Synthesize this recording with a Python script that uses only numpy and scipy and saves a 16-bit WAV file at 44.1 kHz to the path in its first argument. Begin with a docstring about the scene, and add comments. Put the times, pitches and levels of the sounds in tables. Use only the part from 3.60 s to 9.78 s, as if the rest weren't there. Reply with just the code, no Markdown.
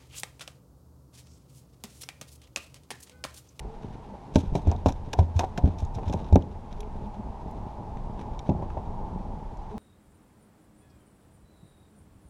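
"""On the floor of a plastic kayak on calm water, a fish thrashes in a landing net.
Blows and pushes ring the hull's panels and boom on the floor; the net's frame clacks as short fading tones.
Wet slaps, spray and rustling mesh are built from random clicks; small fittings tick and the frame clanks.
Wind, hiss and lapping are shaped noise or clicks, with gulps of trapped air and a very faint whine.
A camera in a waterproof case hears it all, boxy below 1 kHz and faint above."""
import sys
import numpy as np
from scipy import signal
from scipy.fft import rfft, irfft
from scipy.io import wavfile
from scipy.ndimage import uniform_filter1d

SR = 44100
rng = np.random.default_rng(int(sys.argv[2]) if len(sys.argv) > 2 else 0)


def dump_mix(stems):
    """Bounce the given channels to the path in sys.argv[1] as a 16-bit WAV at rate SR."""
    frames = np.atleast_2d(stems).T  # one column per channel
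    limited = np.clip(frames, -1, 1)  # hard clip at full scale
    pcm = np.round(limited * 32767).astype(np.int16)
    wavfile.write(sys.argv[1], SR, pcm)


N = 272582
T = np.arange(N) / SR  # time in the scene, s
RING = np.arange(SR // 2) / SR  # time since a blow, s


def undb(db):
    """Turn decibels into a gain."""
    return 10 ** (np.asarray(db) / 20)


def unit(x):
    """Scale to an rms of 1."""
    return x / np.sqrt(np.mean(x ** 2))


def noise(n):
    """Plain random noise, n samples long."""
    return rng.standard_normal(n)


def burst(x, db, span):
    """Scale a short sound so that its energy, spread over span seconds, has the given level."""
    return x * undb(db) * np.sqrt(span * SR / np.sum(x ** 2))


def add(out, s, x):
    """Mix x into out from time s on."""
    i = int(s * SR)
    out[i:i + len(x)] += x[:N - i]


def colour(x, points, size=8192):
    """Filter x to the (f/Hz, level/dB) curve without pre-echo, falling 12 dB an octave above the last point."""
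    hz, db = np.transpose(points)
    octave = np.log2(np.arange(size // 2 + 1) * SR / size + 1)
    above_last = np.maximum(octave - np.log2(hz[-1]), 0)
    gain = undb(np.interp(octave, np.log2(hz), db) - 12 * above_last)
    # folding the cepstrum makes the filter minimum-phase: it answers as early as it can
    cepstrum = irfft(np.log(gain))
    cepstrum[1:size // 2] *= 2
    cepstrum[size // 2 + 1:] = 0
    response = irfft(np.exp(rfft(cepstrum)))
    return signal.fftconvolve(x, response)[:len(x)]


def focus(points, hz, db_per_octave):
    """Tilt a curve down on both sides of one pitch, so that this pitch stands out."""
    return [(f, level - db_per_octave * abs(np.log2(f / hz))) for f, level in points]


def walk(rate):
    """A smooth random wander with rms 1, from random levels held 1 / rate s and averaged twice."""
    k = max(int(SR / rate), 1)
    steps = np.repeat(noise(N // k + 1), k)
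    return unit(uniform_filter1d(uniform_filter1d(steps, k), k)[:N])


def grains(n, rate, spread_db):
    """Random clicks, about rate a second, of scattered sizes."""
    hit = rng.random(n) < rate / SR
    size = undb(spread_db * np.minimum(rng.exponential(size=n), 4))
    return unit(hit * noise(n) * size + 1e-12)


def ring(modes, scatter_db, detune):
    """Add up fading tones; each place of impact weights and detunes them a little."""
    hz, db, t60 = np.transpose(modes)
    chance = rng.standard_normal((2, len(hz)))
    gain = undb(db + scatter_db * chance[0])
    swing = np.sin(2 * np.pi * np.outer(hz * (1 + detune * chance[1]), RING))
    fade = np.exp(-np.log(1000) * np.outer(1 / t60, RING))
    return gain @ (swing * fade)


def stirred(blows, rise_s, fall_s):
    """Strength of a motion that builds just before each (t/s, level/dB) blow and dies away after it."""
    power = np.zeros(N)
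    for s, db in blows:
        distance = np.maximum((s - T) / rise_s, (T - s) / fall_s)
        power += undb(db) ** 2 * np.exp(-2 * distance)
    return np.sqrt(power)


def stirred_by_booms(db, rise_s, fall_s):
    """Motion that follows every boom of the hull, at a level relative to the boom."""
    booms = [(s, boom_db) for s, _, _, _, boom_db, _ in THUMPS]
    return undb(db) * stirred(booms, rise_s, fall_s)


def whine():
    """The camera's electronics hold a very faint, high, steady tone."""
    return undb(-94) * unit(np.sin(2 * np.pi * 9650 * T))


# tone of the faint hiss of open air and reeds: [f/Hz, level/dB]
HISS_TONE = [(800, 5), (1500, 3.5), (2400, -2), (3000, -4.5), (3600, -6.5), (4700, -8.5), (6200, -11.5),
             (8000, -15.5), (12000, -21.5), (13500, -41), (15000, -50)]


def open_air(hiss_db=-61.0):
    """Open air and reeds give a smooth, steady hiss of shaped noise."""
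    return undb(hiss_db) * unit(colour(noise(N), HISS_TONE))


# tone of the wind's rumble: [f/Hz, level/dB]
WIND_TONE = [(12, -4), (25, 8.5), (40, 3.5), (60, 6), (90, -11), (140, -4), (300, -73.5)]
# rise and fall of the wind's rumble, before the lift wind_db: [t/s, level/dB]
GUSTS = [(0.0, -48.5), (0.74, -52.5), (0.93, -39), (3.8, -44), (4.3, -42), (4.72, -41), (6.18, -45)]


def wind(wind_db=4, flutter_db=2, rock_db=-23, rock_rise_s=0.02, rock_fall_s=0.05):
    """Wind buffets the case as a deep rumble; each boom rocks the boat and adds to it."""
    gust = np.interp(T, *np.transpose(GUSTS))
    buffeting = undb(gust + wind_db + flutter_db * walk(12))
    rocking = stirred_by_booms(rock_db, rock_rise_s, rock_fall_s)
    return unit(colour(noise(N), WIND_TONE)) * np.hypot(buffeting, rocking)


# tone of the hollow inside of the case: [f/Hz, level/dB]
HOLLOW_TONE = [(300, -5.5), (520, -12), (630, -3), (720, -3), (850, 5), (940, 1), (1050, -7), (1250, -17),
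               (1700, -37.5), (3000, -57.5)]
# rise and fall of the hum, before the lift hollow_db; the ripples follow it too: [t/s, level/dB]
BREEZE = [(0.0, -54), (0.81, -53), (0.95, -50), (1.31, -52.5), (2.58, -47.5), (2.84, -52), (3.79, -48),
          (4.66, -48), (5.15, -47), (5.4, -45.5), (5.89, -50.5), (6.18, -48)]


def hollow_hum(hollow_db=4.0, waver_db=0.24):
    """The open air sets the hollow of the case humming: noise shaped by its resonances."""
    air = np.interp(T, *np.transpose(BREEZE))
    return unit(colour(noise(N), HOLLOW_TONE)) * undb(air + hollow_db + waver_db * walk(14))


# tone of ripples against the hull: [f/Hz, level/dB]
LAPPING_TONE = [(50, -13.5), (80, 6.5), (140, -2.5), (205, 1.5), (300, -10.5), (420, -7), (500, -11.5),
                (700, -15.5), (1200, -73)]


def lapping(lap_db=-42, follow=0.61, slosh_db=-27.5, slosh_rise_s=0.018, slosh_fall_s=0.088):
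    """Ripples pat the hull in many small clicks, swelling with the breeze; each boom stirs up more."""
    air = np.interp(T, *np.transpose(BREEZE))
    swell = air - air.mean()
    sloshing = stirred_by_booms(slosh_db, slosh_rise_s, slosh_fall_s)
    pats = grains(N, rate=900, spread_db=2.5) * undb(2 * walk(12))
    return unit(colour(pats, LAPPING_TONE)) * np.hypot(undb(lap_db + follow * swell), sloshing)


# ripples gulp in the hollows under the hull: [t/s, level/dB, starting f/Hz]
GULPS = [(0.071, -44.5, 437), (0.18, -48, 419), (3.19, -43, 413), (3.443, -38, 205), (3.559, -36, 206),
         (4.259, -55, 433), (5.4, -50, 385), (5.529, -32.5, 181), (6.112, -43, 419), (6.128, -35, 206)]


def gulps(rise_s=0.018, fall_s=0.034, glide=0.3):
    """A trapped pocket of air swells, rings and rises slightly in pitch."""
    out = np.zeros(N)
    for s, db, hz in GULPS:
        swell = (1 - np.exp(-RING / rise_s)) * np.exp(-RING / fall_s)
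        swell = swell * undb(5.3 * walk(85)[:len(RING)])
        note = np.sin(2 * np.pi * hz * RING * (1 + glide * RING))
        add(out, s, burst(swell * note, db, span=0.03))
    return out


# small fittings tick, and the net's frame clanks at about 1.5 kHz when struck hard:
# [t/s, level/dB, f/Hz]
TICKS = [(1.1148, -39.5, 5170), (1.163, -50, 3560), (1.533, -30.5, 1560), (1.793, -35, 1510),
         (1.976, -33.5, 1550), (2.25, -50, 6400), (2.432, -50, 2110), (2.498, -44, 3350),
         (2.645, -52, 3500), (2.76, -31, 1520), (2.823, -48, 2750), (3.127, -47.5, 3760),
         (3.205, -42.5, 3500), (3.206, -48.5, 10700), (3.231, -51, 2540), (3.911, -61, 11600),
         (4.371, -51, 2100), (4.792, -40, 3400), (4.895, -44.5, 2270), (5.102, -43.5, 1500),
         (5.971, -60, 5550)]
# what the camera's case lets through of a sharp sound, for ticks and slaps: [f/Hz, level/dB]
CASE_TONE = [(500, -40), (900, 0), (1250, 3), (1580, 5), (2000, -6.5), (2430, 5.5), (3000, -3.5),
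             (3730, 3.5), (4550, -7.5), (5600, 4), (7200, -1), (8500, -11.5), (10800, -7), (15000, -19)]


def ticks(tick_s=0.0026, focus_db=11, ring_db=-4, ring_s=0.00088):
    """Small fittings tick and the hard-struck frame clanks, each ringing for a moment around one pitch."""
    out = np.zeros(N)
    for s, db, hz in TICKS:
        contact = colour(noise(len(RING)) * np.exp(-RING / tick_s), focus(CASE_TONE, hz, focus_db))
        note = np.sin(2 * np.pi * hz * RING) * RING * np.exp(-2 * RING / ring_s)
        add(out, s, burst(unit(contact) + undb(ring_db) * unit(note), db, span=0.0019))
    return out


# tone of the wet mesh, also used for the spray: [f/Hz, level/dB]
RUSTLE_TONE = [(800, 4.5), (1600, 5.5), (2000, -2), (2450, 3), (3000, -1), (3700, 2.5), (4600, -8.5),
               (6100, -6.5), (7300, -16), (8500, -18), (11500, -22.5), (13000, -32), (15000, -52)]
# the mesh is dragged or swiped by the tail: [t/s at the height of the motion, level/dB, half length/s]
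MESH_SWEEPS = [(0.304, -60, 0.056), (0.82, -59, 0.042), (1.12, -54, 0.04), (1.294, -39.5, 0.0091),
               (1.623, -56, 0.02), (1.817, -51, 0.012), (2.07, -58.5, 0.068), (2.565, -59.5, 0.13),
               (3.152, -64.5, 0.066), (3.93, -65, 0.13), (4.597, -58, 0.028), (5.0, -67.5, 0.2)]
# while the fish fights, the net is never still: [start t/s, end t/s]
STRUGGLE = (0.73, 2.75)


def mesh(struggle_db=-64.5, rest_db=-70, settle_s=0.036):
    """Wet strands slip in tiny catches, more strongly as the fish fights or the mesh is dragged or swiped."""
    begin, end = STRUGGLE
    fighting = undb(struggle_db) * np.clip(np.minimum(T - begin, end - T) / settle_s, 0, 1)
    swept = sum(undb(db) * np.exp(-.5 * ((T - s) / half_s) ** 2) for s, db, half_s in MESH_SWEEPS)
    motion = np.sqrt(fighting ** 2 + swept ** 2 + undb(rest_db) ** 2)
    crackle = grains(N, rate=2000, spread_db=-1.5) * undb(3.9 * walk(45))
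    return unit(colour(crackle, RUSTLE_TONE)) * motion


def spray(bright_hz=8000, focus_db=7, flurry_db=3, rise_s=0.0086, fall_s=0.04):
    """Each slap flings fine drops off the net, which patter down in uneven, thinning flurries."""
    shower = stirred([(s, spray_db) for s, *_, spray_db in SLAPS], rise_s, fall_s)
    drops = grains(N, rate=1800, spread_db=0.5) * undb(flurry_db * walk(120))
    return unit(colour(drops, focus(RUSTLE_TONE, bright_hz, focus_db))) * shower


def pockets(low_hz=1500, high_hz=7500, ring_s=0.001997, count=16):
    """Tiny pockets of air and water are squeezed out of the mesh, each with its own brief pitch."""
    pitch, delay, size = rng.random((count, 3)).T[:, :, None]
    age = np.maximum(RING - delay * ring_s, 0)
    hz = low_hz * (high_hz / low_hz) ** pitch
    return np.sum(size * np.sin(2 * np.pi * hz * age) * np.exp(-age / ring_s), axis=0)


# wet slaps of tail and fins: [t/s, level/dB, decay/ms, brightest f/Hz, spray level/dB]
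SLAPS = [(0.7572, -25, 5.6, 3080, -46), (0.9527, -33.5, 9, 2960, -52), (1.072, -47, 3.7, 4500, -63),
         (1.2593, -32.5, 8.2, 3600, -64), (1.284, -34.5, 12, 3900, -65), (1.3225, -42.5, 3.6, 4770, -75),
         (1.5315, -28.5, 3.5, 4050, -70), (1.589, -37.5, 4.3, 3600, -57), (1.764, -43.5, 16, 2800, -55),
         (1.7924, -24, 5.9, 3330, -51.5), (1.9764, -33.5, 4.5, 3400, -70), (2.186, -44, 15, 4020, -62),
         (2.202, -50, 2.5, 6000, -60), (2.3494, -44.5, 3.5, 4630, -59), (2.48, -43, 24, 2960, -74),
         (2.526, -41.5, 2.6, 3700, -59), (2.5357, -39.5, 3.5, 3970, -60.5), (2.726, -42.5, 11, 4400, -71),
         (2.7569, -33, 0.97, 4620, -79)]


def slaps(crack_db=-10, pocket_db=-9, focus_db=6, rise_s=0.00029):
    """A crack, then a dense splat of wet skin and mesh with small pockets ringing in it."""
    out = np.zeros(N)
    n = len(RING)
    for s, db, decay_ms, hz, _ in SLAPS:
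        crack = unit(signal.unit_impulse(n))
        swell = (1 - np.exp(-RING / rise_s)) * np.exp(-RING / (decay_ms / 1000))
        splat = unit(grains(n, rate=10000, spread_db=6.5) * swell)
        wet = undb(crack_db) * crack + splat + undb(pocket_db) * unit(pockets())
        add(out, s, burst(colour(wet, focus(CASE_TONE, hz, focus_db)), db, span=0.0019))
    return out


# the net's frame knocks on the gunwale, the kayak's upper edge: [t/s, level/dB]
KNOCKS = [(0.954, -32.5), (0.987, -41), (1.116, -29.5), (1.121, -31.5), (1.150, -43), (1.260, -25.5),
          (1.533, -35.5), (1.538, -31.5), (1.589, -25.5), (1.793, -24.5), (1.806, -28.5), (1.825, -37),
          (1.834, -30.5), (1.840, -27.5), (1.980, -30), (2.385, -35), (2.433, -42.5), (2.530, -35),
          (2.758, -29.5), (5.022, -38.5), (5.173, -37)]
# tones of the net's frame: [f/Hz, level/dB, time to fade by 60 dB/s]
FRAME_MODES = [(448, -6.5, 0.035), (550, 0.5, 0.089), (699, -2.5, 0.11), (745, 7.5, 0.11), (804, 7, 0.04),
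               (882, -2.5, 0.11), (963, -17.5, 0.28), (1433, -16, 0.11), (1526, -36, 0.031)]


def knocks(buzz_db=-5, buzz_s=0.01):
    """The net's frame gives a short hollow clack and buzzes briefly against the gunwale."""
    clack_tone = [(200, 1.0), (550, -1.5), (1000, -1.0), (1200, -6.0), (1600, -7.0), (2500, -24)]
    buzz_tone = [(300, 3), (750, 3.0), (1000, 9.5), (1200, -12.0), (1600, -15.0), (2500, -19.5)]
    out = np.zeros(N)
    for s, db in KNOCKS:
        clack = colour(unit(ring(FRAME_MODES, scatter_db=1.5, detune=.025)), clack_tone)
        buzz = colour(noise(len(RING)) * np.exp(-RING / buzz_s), buzz_tone)
        add(out, s, burst(clack + undb(buzz_db) * unit(buzz), db, span=0.017))
    return out


def boom(hz, rise_s=0.0053, fall_s=0.014, cavity_hz=84, cavity_db=-13, cavity_t60=0.61):
    """The floor swings a few times under the load; the air in the hull rings on."""
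    swell = 1 - np.exp(-(RING / rise_s) ** 2)
    floor = swell * np.exp(-RING / fall_s) * np.sin(2 * np.pi * hz * RING)
    cavity_fade = np.exp(-np.log(1000) * RING / cavity_t60)
    cavity = swell * cavity_fade * np.sin(2 * np.pi * cavity_hz * RING)
    return floor / np.abs(floor).max() + undb(cavity_db) * cavity


# the fish and the dropped net bump the hull, and handling the net gives deep, soft pushes:
# [t/s, panel level/dB, contact time/ms, f/Hz favoured by the struck spot, boom level/dB, boom f/Hz]
THUMPS = [(0.048, -39, 0.73, 393, -56, 85), (0.244, -39, 2.2, 284, -40, 70),
          (0.540, -44, 0.8, 600, -49, 85), (0.679, -40, 2.1, 340, -42, 85),
          (0.7578, -11.5, 1.6, 236, -13.5, 89), (0.834, -29.5, 3.4, 200, -45, 89.4),
          (0.875, -42, 4.4, 150, -21.5, 42), (0.921, -26.5, 4.6, 151, -18, 32),
          (0.9515, -19, 0.94, 170, -25, 77.5), (1.0713, -21, 2.14, 268, -10, 82),
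          (1.147, -33.5, 2.4, 240, -23, 88), (1.2593, -16, 0.66, 270, -13, 89),
          (1.286, -25.5, 0.44, 244, -27, 79), (1.588, -24, 1, 670, -8, 85), (1.613, -24, 1.9, 163, -26, 84),
          (1.757, -44, 6, 170, -13.5, 87), (1.979, -28, 0.69, 200, -42, 85),
          (2.037, -20, 5.3, 136, -8, 75.7), (2.041, -17.5, 2.74, 224, -18, 77),
          (2.075, -23.5, 2.3, 343, -28, 86), (2.222, -31, 2.3, 150, -17, 75.3),
          (2.36, -43, 2.7, 127, -22.5, 103), (2.466, -34, 3.1, 149, -19.5, 85),
          (2.497, -26.5, 1.6, 276, -25, 83), (2.542, -23, 1.7, 158, -21, 85),
          (2.7255, -16.5, 2.1, 327, -5, 83), (2.757, -13, 1.16, 710, -10.5, 84),
          (2.7611, -14.5, 1.45, 385, -42, 84), (4.891, -17.5, 1.76, 245, -19, 94),
          (4.898, -28, 0.41, 400, -32, 69.6), (4.916, -27, 0.84, 213, -32, 75),
          (4.949, -27, 2, 220, -27, 76), (4.999, -29.5, 1.6, 208, -39, 66),
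          (5.025, -32.5, 0.52, 457, -24.5, 70), (5.169, -36, 0.58, 650, -29.5, 82),
          (5.274, -38, 3.6, 140, -37, 80)]
# tones of the hull's panels: [f/Hz, level/dB, time to fade by 60 dB/s]
HULL_MODES = [(127.3, 3, 0.087), (162.5, -1, 0.11), (192.5, 4, 0.089), (255.4, -4.5, 0.13),
              (293.7, -3, 0.13), (356.5, -5.5, 0.1), (401, 4, 0.055), (571, -1.5, 0.11), (634.6, 14, 0.024),
              (715, -12.5, 0.034), (795, 1, 0.082), (906, -23.5, 0.02)]
# the panels give off little bass, and the case muffles their treble: [f/Hz, level/dB]
MUFFLE_TONE = [(30, -20), (70, -10.5), (130, 3.5), (750, 3.5), (930, 7.5), (1080, -1), (1400, -17.5),
               (2500, -54), (5000, -61)]


def thumps(rattle_db=-7, rattle_s=0.012, tail_db=-19, tail_s=0.083, spot_db=7, spot_octaves=0.3):
    """Each blow or push rings the panels and shakes loose gear; a longer contact dulls the higher tones."""
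    rattle_tone = [(70, -36.5), (150, 1.5), (300, 0), (900, -2.0), (2000, -10.0)]
    out = np.zeros(N)
    for s, panel_db, contact_ms, spot_hz, boom_db, boom_hz in THUMPS:
        modes = []
        for f, level, t60 in HULL_MODES:
            closeness = np.exp(-(np.log2(f / spot_hz) / spot_octaves) ** 2)
            modes.append((f, level + spot_db * closeness, t60))
        shake = np.exp(-RING / rattle_s) + undb(tail_db) * np.exp(-RING / tail_s)
        rattle = colour(noise(len(RING)) * shake, rattle_tone)
        struck = unit(ring(modes, scatter_db=1.5, detune=0.05)) + undb(rattle_db) * unit(rattle)
        # the force of the contact is a smooth bump, longer for a softer one
        age = RING * 1000 / contact_ms
        push = age * np.exp(-4 * age)
        panels = colour(signal.fftconvolve(struck, push)[:len(RING)], MUFFLE_TONE)
        add(out, s, burst(panels, panel_db, span=0.014) + undb(boom_db) * boom(boom_hz))
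    return out


def scene():
    """Everything at the camera, in one channel."""
    background = whine() + open_air() + wind() + hollow_hum() + lapping() + gulps()
    gear = ticks() + mesh() + knocks()
    wet_and_heavy = spray() + slaps() + thumps()
    return (background + gear + wet_and_heavy)[None]


def smooth(x, s):
    """Follow x slowly, with a time constant of s seconds."""
    step = 1 / (s * SR)
    return signal.lfilter([step], [1, step - 1], x)


def record(dry, knee_db=-20, duck=0.28, attack_s=0.082, release_s=0.1, top_hz=15700):
    """The camera's slow gain control ducks a little after the loudest blows; then it cuts the top."""
    power = smooth(smooth(dry ** 2, attack_s), release_s)
    gain = (1 + power / undb(knee_db) ** 2) ** (-duck / 2)
    top_cut = signal.ellip(8, .2, 70, top_hz, fs=SR, output="sos")
    return signal.sosfilt(top_cut, dry * gain)


dry = scene()
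out = record(dry)
dump_mix(out)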